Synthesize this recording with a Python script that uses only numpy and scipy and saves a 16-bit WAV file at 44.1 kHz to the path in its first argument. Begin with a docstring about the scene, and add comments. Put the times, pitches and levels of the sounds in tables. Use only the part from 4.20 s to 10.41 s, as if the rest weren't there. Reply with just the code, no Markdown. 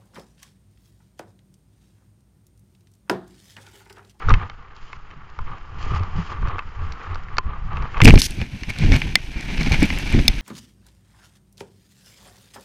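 """On a slope of packed snow a skier jumps and skids, a small camera in a plastic housing on the chest.
Wind is lumpy bass noise on the microphone port; the rocking mount booms as wavering narrow-band noise.
Jolts are short dying swings with a plate thud, and contacts strike the resonant modes of the housing.
The skis scrape as coloured noise with a port resonance and throw spray, a bright crackling hiss.
The first seconds are played back at half speed, so everything there is an octave lower and twice as long."""
import sys
import numpy as np
from scipy import signal
from scipy.fft import rfft, irfft, next_fast_len
from scipy.io import wavfile
from scipy.ndimage import uniform_filter1d

SR = 44100
rng = np.random.default_rng(int(sys.argv[2]) if len(sys.argv) > 2 else 0)


def unload_wav(signal):
    """Save mono or channel-first audio to the path in sys.argv[1] as 16-bit WAV at rate SR, clipped to [-1, 1]."""
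    wavfile.write(
        sys.argv[1],
        SR,
        np.round(np.clip(np.atleast_2d(signal).T, -1, 1) * 32767).astype(np.int16),
    )


N = 273861   # samples heard
SLOW_UNTIL_S, SLOW_SPEED = 3.8165, 0.5   # heard end of the slow part, and its playback speed
SLOW_COUNT = round(SLOW_UNTIL_S * SR * SLOW_SPEED)   # samples at true speed
TRUE_COUNT = SLOW_COUNT + N - round(SLOW_COUNT / SLOW_SPEED)


def amp(db):
    """Decibel law: a level in dB becomes an amplitude ratio."""
    return 10 ** (np.asarray(db) / 20)


def rms_one(x):
    """Normalisation: the root mean square becomes 1."""
    return x / np.sqrt(np.mean(x ** 2) + 1e-20)


def speed_at(s):
    """Time scaling: playback speed at a heard time."""
    return np.where(np.asarray(s) < SLOW_UNTIL_S, SLOW_SPEED, 1)


def true_time(s):
    """Time scaling: the moment on the slope that is heard at time s."""
    return s - (1 - SLOW_SPEED) * np.minimum(s, SLOW_UNTIL_S)


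def curves(rows):
    """Linear interpolation: columns over heard time, read at every sample of true time."""
    s, *columns = np.transpose(rows)
    t = np.arange(TRUE_COUNT) / SR
    return [np.interp(t, true_time(s), column) for column in columns]


def drift(rate_hz):
    """Low-passed noise: a slow random signal of rms 1 that changes about rate_hz times a second."""
    r = np.exp(-2 * np.pi * rate_hz / SR)
    noise = rng.standard_normal(TRUE_COUNT + SR)
    settled = signal.lfilter([1], [1, -2 * r, r * r], noise)[SR:]
    return rms_one(settled)


def coloured(x, spectrum):
    """Spectral shaping: gains in dB, straight between points on a log frequency axis; rms 1."""
    size = next_fast_len(len(x))
    hz, level_db = np.transpose(spectrum)
    grid_hz = np.maximum(np.arange(size // 2 + 1) * SR / size, 1)
    gain_db = np.interp(np.log(grid_hz), np.log(hz), level_db, -99, -99)
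    return rms_one(irfft(rfft(x, size) * amp(gain_db), size)[:len(x)])


def evened(x, span_s, share):
    """Level compression: takes a share of the random swings out of the level; rms 1."""
    power = uniform_filter1d(x ** 2, size=round(span_s * SR)) + 0.041
    return rms_one(x / power ** (np.clip(share, 0, 1) / 2))


def ring(x, hz, t60_s):
    """Damped resonance: a unit impulse excites a dying sine of height about 1."""
    r, w = amp(-60 / (t60_s * SR)), 2 * np.pi * hz / SR
    # the tiny offset keeps the filter state out of denormal numbers
    return signal.lfilter([0, np.sin(w)], [1, -2 * r * np.cos(w), r * r], x + 1e-18)


def grit(per_s, spread_db, grain_db):
    """Shot noise: random snow grains of uneven size crack within smooth noise."""
    sizes = amp(spread_db * np.minimum(rng.exponential(1, TRUE_COUNT), 5))
    signs = rng.choice([-1, 1], TRUE_COUNT)
    present = rng.random(TRUE_COUNT) < per_s / SR
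    grains = sizes * signs * present
    return rng.standard_normal(TRUE_COUNT) + amp(grain_db) * rms_one(grains)


# wind spectrum at true speed: frequency [Hz], relative density [dB per Hz]
WIND_SPECTRUM = [(12, 7), (25, 9), (60, -1.5), (110, -8.5), (300, -13.5), (500, -34.5), (900, -44.5)]


def wind(gain):
    """Turbulence: eddies on the microphone port make lumpy bass noise."""
    eddies = evened(coloured(rng.standard_normal(TRUE_COUNT), WIND_SPECTRUM), span_s=0.057, share=0.81)
    return gain * rms_one(amp(5.05 * drift(25.0)) * eddies)


def boom(gain, pitch_hz=150, width_hz=60):
    """Randomly driven resonance: the mount rocks near one pitch and shaking makes it waver."""
    turn = 2 * np.pi * pitch_hz * np.arange(TRUE_COUNT) / SR
    rocking = drift(width_hz) * np.cos(turn) + drift(width_hz) * np.sin(turn)
    return gain * evened(rocking, span_s=0.098, share=0.1)


# bumps under the skis, where an edge bites and the mount rocks, as heard:
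# middle_s [s], length_s [s], crunch_db [dB], rocking_db [dB]
BUMPS = [(0.108, 0.06, -16.5, -16), (0.23, 0.084, -36, -31), (0.59, .2, -77, -58), (0.91, 0.051, -52, -57),
         (1.213, .12, -61, -38), (1.325, 0.2, -40.5, -44), (1.603, 0.5, -48, -36.5), (1.75, 0.39, -32, -27),
         (1.978, 0.21, -37.5, -29), (2.132, 0.18, -37.5, -33), (2.268, 0.11, -45, -40),
         (2.335, 0.23, -32.5, -34), (2.611, 0.22, -44, -30.5), (2.712, .12, -56.5, -34.5),
         (2.927, 0.17, -41, -30), (3.15, 0.17, -44.5, -42), (3.322, 0.24, -38.5, -60),
         (3.53, 0.26, -42, -35), (3.59, 0.31, -36.5, -38), (3.772, 0.068, -29, -38),
         (3.879, 0.038, -3.5, 4.5), (3.948, 0.029, -15, -2.5), (4.218, 0.12, -35.5, -27),
         (4.345, .08, -47, -30.5), (4.5, 0.033, -29.5, -29), (4.629, 0.093, -36, -19.5),
         (4.745, 0.093, -23, -18), (4.877, 0.27, -47, -31), (5.202, 0.25, -38.5, -41.5),
         (5.32, 0.14, -36, -30), (5.412, 0.052, -28.5, -22.5), (5.471, 0.046, -28, -23),
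         (5.538, 0.08, -25, -22), (5.631, 0.073, -22.5, -17), (5.707, .05, -54, -29),
         (5.798, 0.031, -39, -38), (5.875, .05, -41, -30), (5.94, 0.11, -33, -37), (5.993, 0.02, -27, -19)]


def swells(levels_db, share, extra_s):
    """Superposed envelopes: one bell per bump; its width is a share of the length plus extra_s."""
    total, t = 0, np.arange(TRUE_COUNT) / SR
    for (s, length, *_), level_db in zip(BUMPS, levels_db):
        width = (share * length + extra_s) * speed_at(s)
        total = total + amp(level_db) * np.exp(-.5 * ((t - true_time(s)) / width) ** 2)
    return total


# jolts through the mount, as heard: start_s [s], level_db [dB], pitch_hz [Hz], t60_s [s]
MOUNT_JOLTS = [(0.085, -5, 50, 0.04), (0.104, -7, 43, 0.22), (1.659, -9.5, 60.3, 0.016),
               (1.714, -8.5, 117, 0.066), (1.802, -9.5, 92, 0.13), (1.953, -17, 131, 0.14),
               (1.982, -11.5, 166.6, 0.12), (2.225, -12.5, 51, 0.23), (2.275, -16.5, 107, 0.083),
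               (3.821, 3, 112, 0.08), (3.852, 6, 98, 0.083), (3.893, 6.5, 138, 0.03),
               (3.914, -6, 102, 0.091), (3.938, 9, 78.5, 0.051), (3.977, 0, 108, 0.022),
               (4.214, -4.5, 92, 0.041), (4.486, -15.5, 157, 0.033), (4.62, -23, 122, 0.058),
               (4.635, -7, 91, 0.11), (4.716, -1, 64.5, 0.094), (4.765, -17, 110, 0.057),
               (5.468, -4.5, 248, 0.026), (5.511, -0.5, 73, 0.051), (5.625, 0.5, 291, 0.04),
               (5.96, -24, 150, 0.022), (5.988, -0.5, 196, 0.023)]
# modes of the harness plate under the mount, at true speed: pitch_hz [Hz], level_db [dB], t60_s [s]
HARNESS_PLATE = [(515, -14, 0.02), (772, -10.5, 0.013), (1080, -17, 0.011)]


def jolts():
    """Free decay: a jolt throws the mount into a short dying swing and the harness plate thuds."""
    out, t = np.zeros(TRUE_COUNT + SR), np.arange(SR // 4) / SR
    rise = 1 - np.exp(-t / 0.0022)
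    thud = 0
    for hz, mode_db, t60_s in HARNESS_PLATE:
        thud = thud + amp(mode_db - 60 * t / t60_s) * np.sin(2 * np.pi * hz * t)
    for s, level_db, hz, t60_s in MOUNT_JOLTS:
        speed, at = speed_at(s), round(true_time(s) * SR)
        swing = amp(-60 * t / (t60_s * speed)) * np.sin(2 * np.pi * hz / speed * t)
        out[at:at + len(t)] += rise * amp(level_db) * (swing + thud)
    return out[:TRUE_COUNT]


TICK_COUNT, TICK_SPREAD_DB = 24, 9.5   # spread either way
TICK_OFFSETS_DB = [-4.5, 2, -1.5]   # knock, snap, fizz against the glide


def ticks(glide_db):
    """Random impacts: faint contacts at random moments of random bumps, their level following the glide."""
    luck = rng.random((TICK_COUNT, 5))
    chosen = (luck[:, 0] * len(BUMPS)).astype(int)
    middle, length = np.array(BUMPS)[chosen, :2].T
    s = middle + length * (luck[:, 1] - .5)
    base_db = glide_db[(true_time(s) * SR).astype(int), None]
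    level_db = base_db + TICK_SPREAD_DB * (2 * luck[:, 2:] - 1)
    return np.column_stack([s, level_db + TICK_OFFSETS_DB])


# mount and buckle contacts, as heard; levels of the blow to each band of modes:
# start_s [s], knock_db [dB], snap_db [dB], fizz_db [dB]
CONTACTS = [(0.086, -13, -45, -46), (0.093, -40, -27, -23.5), (0.105, -10, -42, -29),
            (0.139, -14.5, -18.5, -23.5), (0.298, -31, -34.5, -38), (0.73, -25, -33.5, -41),
            (1.189, -22.5, -39, -42.5), (1.834, -25.5, -54, -40), (2.228, -23.5, -48, -68),
            (2.273, -21, -39, -46), (2.284, -26, -36, -38), (2.383, -21, -37, -43),
            (2.391, -19, -23.5, -36.5), (2.956, -20, -40, -39), (3.169, -29, -32, -32),
            (3.183, -5, -16, -13.5), (3.57, -26, -30, -38), (3.744, -25, -33, -67), (3.77, -28, -29, -45),
            (3.779, -34, -36, -38), (3.803, -5.5, -17.5, -30), (3.8145, -9, -23, -32),
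            (3.817, -3.5, -12, -23), (3.837, -10, -32, -19), (3.855, 6.5, -10, -17), (3.861, -29, -9, -27),
            (3.878, -7.5, -24, -30), (3.897, -4, -21, -38), (3.906, 1.5, -25, -32), (3.94, 3.5, -24, -3.5),
            (3.957, -17, -21, -36), (3.977, -6, -23, -33), (3.998, -34, -26, -20), (4.018, -11.5, -9, -10),
            (4.108, -40, -32, -28), (4.215, -20.5, -30.5, -38), (4.434, -20, -28, -49),
            (4.72, -11, -21.5, -40), (4.764, -14, -25, -25), (4.818, -11, -25.5, -41), (4.955, 5, -2, -17),
            (5.209, -40, -32, -34), (5.379, -18.5, -31, -44), (5.52, -10, -20, -26.5),
            (5.629, -32, -23, -19.5), (5.703, -9, -30, -57), (5.787, -23, -32, -22), (5.926, -26, -41, -30),
            (6.08, -1, 6.5, -19)]
# housing modes at true speed: pitch_hz [Hz], level_db [dB], t60_s [s]
HOUSING_MODES = [(725, -18.5, 0.01), (768, -20.5, 0.022), (990, -15.5, 0.0094), (1810, -9, 0.0094),
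                 (2065, -16, 0.043), (2323, -3, 0.012), (2790, 0, 0.0051), (3514, -2.5, 0.011),
                 (4317, 1.5, 0.0082), (5250, -2, 0.0096), (6140, -8.5, 0.013), (7400, -1, 0.0039),
                 (8930, -0.5, 0.0034), (11460, -3.5, 0.0024), (13030, -10.5, 0.0019), (15140, -6, 0.00067)]
# a knock rings the modes below the first bound, a snap those between, a fizz the top
SNAP_FROM_HZ, FIZZ_FROM_HZ = 3200, 7000


def clicks(glide_db, contact_ms=1.0, rough=0.12):
    """Modal excitation: a hard tick with a short rough tail strikes each housing mode with its own strength."""
    s, knock_db, snap_db, fizz_db = np.transpose(np.vstack([CONTACTS, ticks(glide_db)]))
    span = np.arange(300)
    tail = np.exp(-span / (contact_ms * SR / 1000))
    bursts = rough * rng.standard_normal((len(s), len(span))) * tail
    bursts[:, 0] = 1
    at = np.round(true_time(s) * SR).astype(int)[:, None] + span
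    luck_db = 1.5 * rng.standard_normal((len(s), len(HOUSING_MODES)))
    out = np.zeros(TRUE_COUNT)
    for k, (hz, mode_db, t60_s) in enumerate(HOUSING_MODES):
        blow_db = knock_db if hz < SNAP_FROM_HZ else snap_db if hz < FIZZ_FROM_HZ else fizz_db
        strength = (-1) ** k * amp(blow_db + mode_db + luck_db[:, k])   # signs alternate between modes
        force = np.zeros(TRUE_COUNT)
        np.add.at(force, at, bursts * strength[:, None])
        out += ring(force, hz, t60_s)
    return out


# spray spectrum at true speed: frequency [Hz], relative density [dB per Hz]
SPRAY_SPECTRUM = [(1500, -14), (3000, -8.5), (6300, -5), (7000, -15), (10000, -12.5), (11000, -18),
                  (14500, -20.5), (16000, -11)]
# sheets of spray that hit the housing at once, as heard: start_s [s], length_s [s], level_db [dB]
SPRAY_SHEETS = [(0.548, 0.22, -57), (1.584, 0.2, -47), (1.962, 0.17, -50.5), (3.844, 0.014, -21.5),
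                (3.987, 0.022, -26), (4.017, 0.052, -25.5), (4.493, 0.012, -41), (4.723, 0.035, -49)]


def spray(level_db):
    """Granular noise: snow dust and rustling cloth hiss and crackle; sheets start and stop sharply."""
    gain, t = amp(level_db), np.arange(TRUE_COUNT) / SR
    for s, length, sheet_db in SPRAY_SHEETS:
        gain = gain + amp(sheet_db) * (t >= true_time(s)) * (t < true_time(s + length))
    hiss = coloured(grit(per_s=820, spread_db=24, grain_db=-14.5), SPRAY_SPECTRUM)
    return uniform_filter1d(gain, size=60) * rms_one(amp(2.0 * drift(60.0)) * hiss)


# scrape spectrum at true speed: frequency [Hz], relative density [dB per Hz]
SCRAPE_SPECTRUM = [(300, -5), (500, -13), (850, -8.5), (1200, -16), (1600, -8), (2000, -8), (2600, 1),
                   (3100, -6.5), (6300, -20.5), (7000, -27), (9000, -33)]
PORT_HZ, PORT_WIDTH_HZ = 2380, 320   # cavity behind the microphone port


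def scrape(level_db, bite):
    """Friction noise and cavity resonance: edges chatter on snow; a biting edge rings more in the port."""
    raw = coloured(grit(per_s=780, spread_db=-0.5, grain_db=-11.0), SCRAPE_SPECTRUM)
    port_t60_s = np.log(1000) / (np.pi * PORT_WIDTH_HZ)
    cavity = rms_one(ring(raw, PORT_HZ, port_t60_s))
    glide = amp(level_db + 2.17 * drift(110.0)) * (raw + amp(-11.0) * cavity)
    crunch = bite * amp(3 * drift(120.0)) * (amp(-4) * raw + amp(-3) * cavity)
    return glide + crunch


BUFFET_DB, REST_ROCK_DB = -3, -23   # wind stirred by the rocking; rocking by the wind alone
# wind on the port, as heard: start_s [s], level_db [dB]
WIND_GUSTS = [(0.0, -27.5), (0.12, -8.5), (0.24, -36), (1.09, -38), (1.21, -32), (1.5, -40.5), (1.66, -31),
              (2.18, -33), (2.23, -21.5), (2.42, -32.5), (3.79, -24), (3.84, -4.5), (3.96, -8.5),
              (4.03, -29.5), (4.48, -35.5), (4.72, -13), (4.84, -27), (5.21, -31.5), (5.5, -19),
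              (5.52, -16.5), (5.78, -25), (6.02, -13.5), (6.11, -23.5), (6.21, -27)]
# steady glide of the skis, as heard: start_s [s], scrape_db [dB], spray_db [dB]
SKI_GLIDE = [(0.0, -39, -52.5), (0.12, -34.5, -47.5), (0.35, -50, -64), (1.57, -48.5, -57),
             (1.8, -48, -53.5), (2.25, -42, -57), (2.37, -49, -58.5), (2.85, -39, -53.5), (3.27, -50, -62),
             (3.51, -46.5, -57.5), (3.91, -30, -45), (4.03, -39, -41.5), (4.27, -48.5, -57.5),
             (4.51, -42, -54), (4.65, -33, -51), (4.81, -37, -47.5), (4.95, -42, -56), (5.17, -44.5, -55.5),
             (5.52, -31.5, -44), (6.21, -37, -49)]


def scene():
    """Superposition, clipping and time scaling: the ride overloads the camera; its first part is stretched."""
    (wind_db,), (glide_db, spray_db) = curves(WIND_GUSTS), curves(SKI_GLIDE)
    _, _, crunch_db, rocking_db = np.transpose(BUMPS)
    bite = swells(crunch_db, share=0.18, extra_s=0)
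    rock = swells(rocking_db, share=0.14, extra_s=0.009)
    air = wind(amp(wind_db) + amp(BUFFET_DB) * rock)
    mount = boom(rock + amp(wind_db + REST_ROCK_DB)) + jolts()
    snow = spray(spray_db) + scrape(glide_db, bite)
    snow = signal.sosfilt(signal.cheby2(10, 50, 15400 * 1.02, fs=SR, output="sos"), snow)   # low-pass
    ride = np.clip(air + mount + clicks(glide_db) + snow, -1.0, 1.0)
    ride = signal.sosfilt(signal.cheby2(10, 60, 16462, fs=SR, output="sos"), ride)   # low-pass
    # twice the samples for the same signal: half speed
    slowed = signal.resample_poly(ride[:SLOW_COUNT], 2, 1, window=("kaiser", 10.0))
    return np.concatenate([slowed, ride[SLOW_COUNT:]])[None]


def record(dry):
    """Band limitation: a steep low-pass cuts the top."""
    return signal.sosfilt(signal.cheby2(16, 90, 16462 * 1.03, fs=SR, output="sos"), dry)


dry = scene()
out = record(dry)
unload_wav(out)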